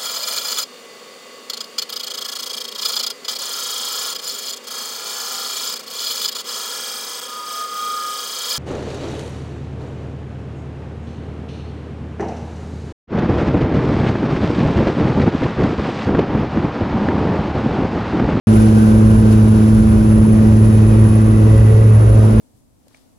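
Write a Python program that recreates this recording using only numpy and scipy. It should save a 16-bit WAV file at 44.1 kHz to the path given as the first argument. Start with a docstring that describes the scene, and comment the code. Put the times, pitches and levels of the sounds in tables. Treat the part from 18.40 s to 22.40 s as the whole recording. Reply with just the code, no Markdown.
"""In the cabin of a turboprop floatplane, beside an open side window, climbing low over a lake.
The propeller's blades beat out a steady drone whose overtones shift in balance. Under it the
slipstream buffets the microphone, roars, hisses and rings in the window opening, while the
compressor whines high above. A limiter holds the peaks."""
import sys
import numpy as np
from scipy import signal
from scipy.fft import rfft, irfft
from scipy.io import wavfile
from scipy.ndimage import uniform_filter1d, minimum_filter1d

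SR = 44100
rng = np.random.default_rng(int(sys.argv[2]) if len(sys.argv) > 2 else 0)


def generate_wav(signal):
    """Clip the signal to [-1, 1] and save it as 16-bit WAV at the path in sys.argv[1]."""
    frames = np.transpose(np.atleast_2d(signal))
    scaled = np.clip(frames, -1, 1) * 32767
    pcm = np.round(scaled).astype(np.int16)
    wavfile.write(sys.argv[1], SR, pcm)


N = 176400
TIME_S, BIN_HZ = np.arange(N) / SR, np.arange(N // 2 + 1) * SR / N
LEFT_RIGHT = np.array([[1], [-1]])  # pushes the two channels opposite ways

# Stereo width of the air noise, with the treble hiss alternating between centred and out-of-phase bands
# (frequency [Hz], likeness [0-1], left phase lead [rad], left minus right [dB])
STEREO_WIDTH = [(60, .996, 0, -.6), (130, .97, .05, -.8), (280, .85, .3, -1.8), (450, .62, .4, -1.8),
                (620, .2, .5, -1), (1000, .17, 3.4, 0), (1750, .35, 4, 0), (2500, .6, 6.8, .8),
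                (3300, .35, 7.1, 2.5), (5500, .3, 6.8, 3.5), (6900, .35, 6.3, 1.8), (7800, .6, 4.4, 1),
                (8450, .96, 3.1, 0), (9100, .65, 1.5, 0), (10050, .98, 0, 0), (11050, .75, -1.5, 0),
                (12050, .98, -3.1, 0), (13100, .75, -4.7, 0), (14000, .97, -6.3, 0), (15000, .75, -7.6, 0),
                (15500, .95, -9.3, 0)]
# Rings of the window opening (peak time [s], swell sigma [s], pitch [Hz], half width [Hz], level [dB])
WINDOW_RINGS = [(0.28, 0.39, 1540, 68, -40), (1.04, .5, 1480, 86, -43.5), (3.21, 0.29, 1960, 53, -42),
                (2.34, 0.44, 1880, 100, -47), (2.52, .25, 2500, 81, -49.5), (3.2, .4, 2630, 120, -52),
                (3.8, 0.18, 1220, 80, -44), (2.94, .5, 1120, 88, -41.5), (3.83, 0.21, 645, 70, -31),
                (1.95, 0.56, 555, 50, -35.5), (2.1, 0.46, 385, 33, -33), (.25, 0.33, 730, 180, -34.5),
                (3.38, 0.24, 346, 80, -31.5), (3.04, 0.14, 62, 8.4, -18)]
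# Compressor tones (multiple of shaft speed [x], base level [dB], left minus right [dB])
COMPRESSOR_TONES = [(6, -63, 5), (8, -66.5, 5), (10, -62, 10), (16, -48.5, -0.5)]
# Fader ride on the highest whine (time [s], gain [dB])
WHINE_RIDE = [(.1, 3), (.7, 0), (1.1, -0.5), (1.5, 2), (1.68, 0), (1.85, 4.5), (2.03, -3), (2.25, 2.5),
              (2.45, -1), (2.68, 3), (2.85, 1), (3.15, -1.5), (3.45, -1), (3.95, 0)]
# Base tone colours of the slipstream's low, middle and top layers (frequency [Hz], density [dB/Hz])
BUFFET_SPECTRUM = [(8, -80), (18, -64), (27, -57), (32, -47.5), (46, -38.5), (60, -30.5), (76, -38),
                   (98, -34.5), (130, -40), (160, -49.5), (260, -65.5), (500, -102)]
ROAR_SPECTRUM = [(90, -75), (150, -50), (195, -42.5), (270, -50), (340, -47.5), (400, -48), (475, -48),
                 (515, -54.5), (570, -53), (660, -58.5), (750, -60.5), (1050, -60.5), (1280, -64),
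                 (1500, -65), (1950, -71), (2200, -76.5), (2600, -76), (3500, -86), (6000, -105)]
HISS_SPECTRUM = [(900, -98), (2000, -79.5), (2700, -78), (4200, -81.5), (5200, -81.5), (6300, -82),
                 (7400, -84.5), (8800, -85), (10500, -81.5), (11600, -91.5), (13000, -90), (14000, -88.5),
                 (15700, -97)]
# Fader rides on the wind (time [s], buffet gain [dB], roar gain [dB], hiss gain [dB])
WIND_RIDES = [(.1, -8, 4, 5), (.4, -0.5, 1.5, 3.5), (.7, 0.5, 0.5, 1), (1.1, -1, -.5, 0.5),
              (1.4, 1.5, -1, -.5), (1.75, 3, 0, -0.3), (2.2, 0, -1, -1.2), (2.65, -0.5, -0.5, -0.5),
              (2.86, -6.5, -1.5, -1.5), (3.0, -1, -0.5, 0), (3.32, -1, -0.5, 0), (3.5, -2.5, -1, -1),
              (3.95, 0, 0.5, -1)]
# Brief puffs of hiss (peak time [s], half length [s], boost [dB])
HISS_PUFFS = [(0.924, 0.013, 4)]
# Body of the drone, harmonic by harmonic (time [s], first [dB], second [dB], third [dB], fourth [dB])
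DRONE_LEVELS = [(.1, -10, -9.5, -23.3, -41), (.4, -12, -10, -23.5, -50), (.62, -12.5, -11, -23.5, -41),
                (.8, -10, -12, -24, -44), (1.15, -13, -12, -26, -38), (1.4, -15.5, -10.5, -25, -47),
                (1.58, -20.5, -12, -24.5, -44), (1.75, -10, -10.5, -21, -44),
                (1.88, -16.5, -10.5, -25.5, -48), (2.05, -11, -11.5, -26.5, -45),
                (2.5, -8.5, -16, -23.5, -45), (2.95, -10.5, -15, -24.2, -37), (3.1, -8, -19, -21, -26.5),
                (3.25, -8, -25.5, -29.5, -31), (3.42, -8.5, -24, -35, -23.5), (3.55, -7, -27, -36, -31.5),
                (3.75, -7.5, -23.5, -30.5, -33), (3.95, -10.5, -14.5, -29.5, -29.5)]
# Faint upper edge of the drone, plus a thin tone locked at twenty times the blade rate (multiple of blade rate
# [x], early level [dB], late level [dB])
DRONE_OVERTONES = [(5, -39.5, -35.5), (6, -48, -53), (7, -52, -54), (9, -54, -61), (20, -59, -59.5)]

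SHAFT_HZ, SHAFT_WANDER, COMPRESSOR_BLADES = 630.43, 0.000178, 16  # wander: share of the speed
WHINE_SCATTER, WHINE_FLICKER_HZ = 0.79, 22
HALO_WIDTH_HZ, HALO_DB, HALO_FLICKER_DB = 220, -47, 1.5  # hiss around the highest whine
BLADE_HZ, BLADE_WANDER, ROAR_CHOP_DEPTH = 108.61, .0025, 0.081  # Hz: propeller blade passes a second
DRONE_FLUTTER_DB, OVERTONE_FLUTTER_DB, OVERTONE_SMEAR_RAD = 0.52, 4, 0.77
DRONE_PAN_DB, DRONE_LAG_S = -0.4, 0.00043  # stereo spread, growing with each harmonic
CROSSFADE_MID_S, CROSSFADE_LENGTH_S = 3.15, 0.15  # overtones go from early to late levels
START_S, FADE_IN_S, CEILING, LIMITER_S, HIGH_CUT_HZ = 0.07, 0.00054, .94, .008, 15600


def undb(db):
    """Decibels to gain."""
    return 10 ** (np.asarray(db) / 20)


def over_time(table):
    """Columns of a time table as automation lanes, joined by straight lines."""
    times, *columns = np.array(table, float).T
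    return [np.interp(TIME_S, times, column) for column in columns]


def over_frequency(table):
    """Columns of a frequency table as curves over the FFT bins, joined on a log axis."""
    hz, *columns = np.array(table, float).T
    return [np.interp(np.log(BIN_HZ + 1), np.log(hz), column) for column in columns]


def wobble(rate_hz):
    """Smooth random modulation with a spread of 1, rolling off above rate_hz."""
    rolloff = np.exp(-(BIN_HZ / rate_hz) ** 2 / 2) * (BIN_HZ > 0)
    motion = irfft(rfft(rng.standard_normal(N)) * rolloff, N)
    return motion / motion.std()


def turbulence(density_db):
    """Stereo spectrum of air noise whose width changes from band to band."""
    likeness, lead, pan_db = over_frequency(STEREO_WIDTH)
    likeness = np.clip(likeness, 0, 1)
    mid, side = rfft(rng.standard_normal((2, N)))
    pair = mid * np.sqrt(1 + likeness) + LEFT_RIGHT * side * np.sqrt(1 - likeness)
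    gain = undb(density_db + LEFT_RIGHT * pan_db / 2) * np.sqrt(SR) / 2
    return pair * np.exp(LEFT_RIGHT * 1j * lead / 2) * gain


def eddies(table, flicker_db, flicker_hz, swell_db):
    """Churning air whose octave bands flicker alone and swell together."""
    spectrum = turbulence(over_frequency(table)[0])
    octave = np.log2(np.clip(BIN_HZ, 32, 16384) / 32)
    air = 0
    for k in range(10):
        band = irfft(spectrum * np.maximum(1 - abs(octave - k), 0), N)
        air += band * undb(flicker_db * wobble(flicker_hz))
    return air * undb(swell_db * wobble(1.7))


def window_rings():
    """Air sweeping past the opening rings in narrow bands, each swelling and fading."""
    rings = 0
    for peak_s, sigma_s, hz, half_width_hz, db in WINDOW_RINGS:
        resonance_db = -20 * np.log10(1 + ((BIN_HZ - hz) / half_width_hz) ** 2)
        ring = irfft(turbulence(resonance_db), N)
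        swell = np.exp(-((TIME_S - peak_s) / sigma_s) ** 2 / 2)
        rings += ring / ring.std() * undb(db) * swell
    return rings


def compressor():
    """The spinning shaft's shimmering whine; turbulence smears its blade tone into a halo of hiss."""
    shaft_phase = 2 * np.pi * np.cumsum(SHAFT_HZ * (1 + SHAFT_WANDER * wobble(1.46))) / SR
    ride = undb(over_time(WHINE_RIDE)[0])
    whine = 0
    for k, db, pan_db in COMPRESSOR_TONES:
        shimmer = 1 + WHINE_SCATTER * (wobble(WHINE_FLICKER_HZ) + 1j * wobble(WHINE_FLICKER_HZ))
        tone = np.real(shimmer * np.exp(1j * k * shaft_phase))
        tone = tone / tone.std() * (ride if k == COMPRESSOR_BLADES else 1)
        whine += tone * undb(db + LEFT_RIGHT * pan_db / 2)
    offset_hz = BIN_HZ - COMPRESSOR_BLADES * SHAFT_HZ
    halo = irfft(turbulence(-10 * np.log10(1 + (2 * offset_hz / HALO_WIDTH_HZ) ** 2)), N)
    return whine + ride * halo / halo.std() * undb(HALO_DB + HALO_FLICKER_DB * wobble(13))


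def slipstream(blade_phase):
    """The wind bed: low buffeting, a roar chopped by the blades, and hiss at the window edge."""
    buffet_db, roar_db, hiss_db = over_time(WIND_RIDES)
    for peak_s, half_length_s, boost_db in HISS_PUFFS:
        hiss_db += boost_db * np.exp(-((TIME_S - peak_s) / half_length_s) ** 2)
    buffet = eddies(BUFFET_SPECTRUM, flicker_db=.5, flicker_hz=6.5, swell_db=0.45) * undb(buffet_db)
    roar = eddies(ROAR_SPECTRUM, flicker_db=0.85, flicker_hz=20, swell_db=0.32) * undb(roar_db)
    hiss = eddies(HISS_SPECTRUM, flicker_db=0.64, flicker_hz=43, swell_db=0.6) * undb(hiss_db)
    chop = 1 + ROAR_CHOP_DEPTH * np.sin(blade_phase)
    return buffet + roar * chop + hiss


def propeller(blade_phase):
    """Blade pulses as a drone of clean harmonics; the upper ones waver in the rough air."""
    drone = 0
    for k, db in enumerate(over_time(DRONE_LEVELS), 1):
        lead = np.pi * BLADE_HZ * DRONE_LAG_S * (k - 1)
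        level_db = db + DRONE_FLUTTER_DB * wobble(8.8) + LEFT_RIGHT * k * DRONE_PAN_DB / 2
        drone += np.sin(k * blade_phase + LEFT_RIGHT * lead) * undb(level_db)
    crossfade = np.clip((TIME_S - CROSSFADE_MID_S) / CROSSFADE_LENGTH_S + .5, 0, 1)
    for k, early_db, late_db in DRONE_OVERTONES:
        smear = OVERTONE_SMEAR_RAD * np.array([wobble(2.6), wobble(6.9)])  # left, right
        level_db = early_db + (late_db - early_db) * crossfade + OVERTONE_FLUTTER_DB * wobble(6.8)
        drone += np.sin(k * blade_phase + smear) * undb(level_db)
    return np.sqrt(2) * drone


def scene():
    """The cabin mix; one blade rhythm drives both the drone and the chop in the roar."""
    blade_phase = 2 * np.pi * np.cumsum(BLADE_HZ * (1 + BLADE_WANDER * wobble(5.4))) / SR
    return propeller(blade_phase) + compressor() + slipstream(blade_phase) + window_rings()


def record(dry):
    """The sound snaps in, a look-ahead limiter holds the peaks, and a steep filter trims the top."""
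    live = dry * np.clip((TIME_S - START_S) / FADE_IN_S, 0, 1)
    span = int(LIMITER_S * SR)
    needed_gain = np.minimum(1, CEILING / (abs(live).max(axis=0) + 1e-9))
    held_gain = minimum_filter1d(needed_gain, 2 * span)
    smooth_gain = uniform_filter1d(uniform_filter1d(held_gain, span), span)
    high_cut = signal.ellip(10, .2, 80, HIGH_CUT_HZ, fs=SR, output="sos")
    return signal.sosfilt(high_cut, live * smooth_gain)


dry = scene()
out = record(dry)
generate_wav(out)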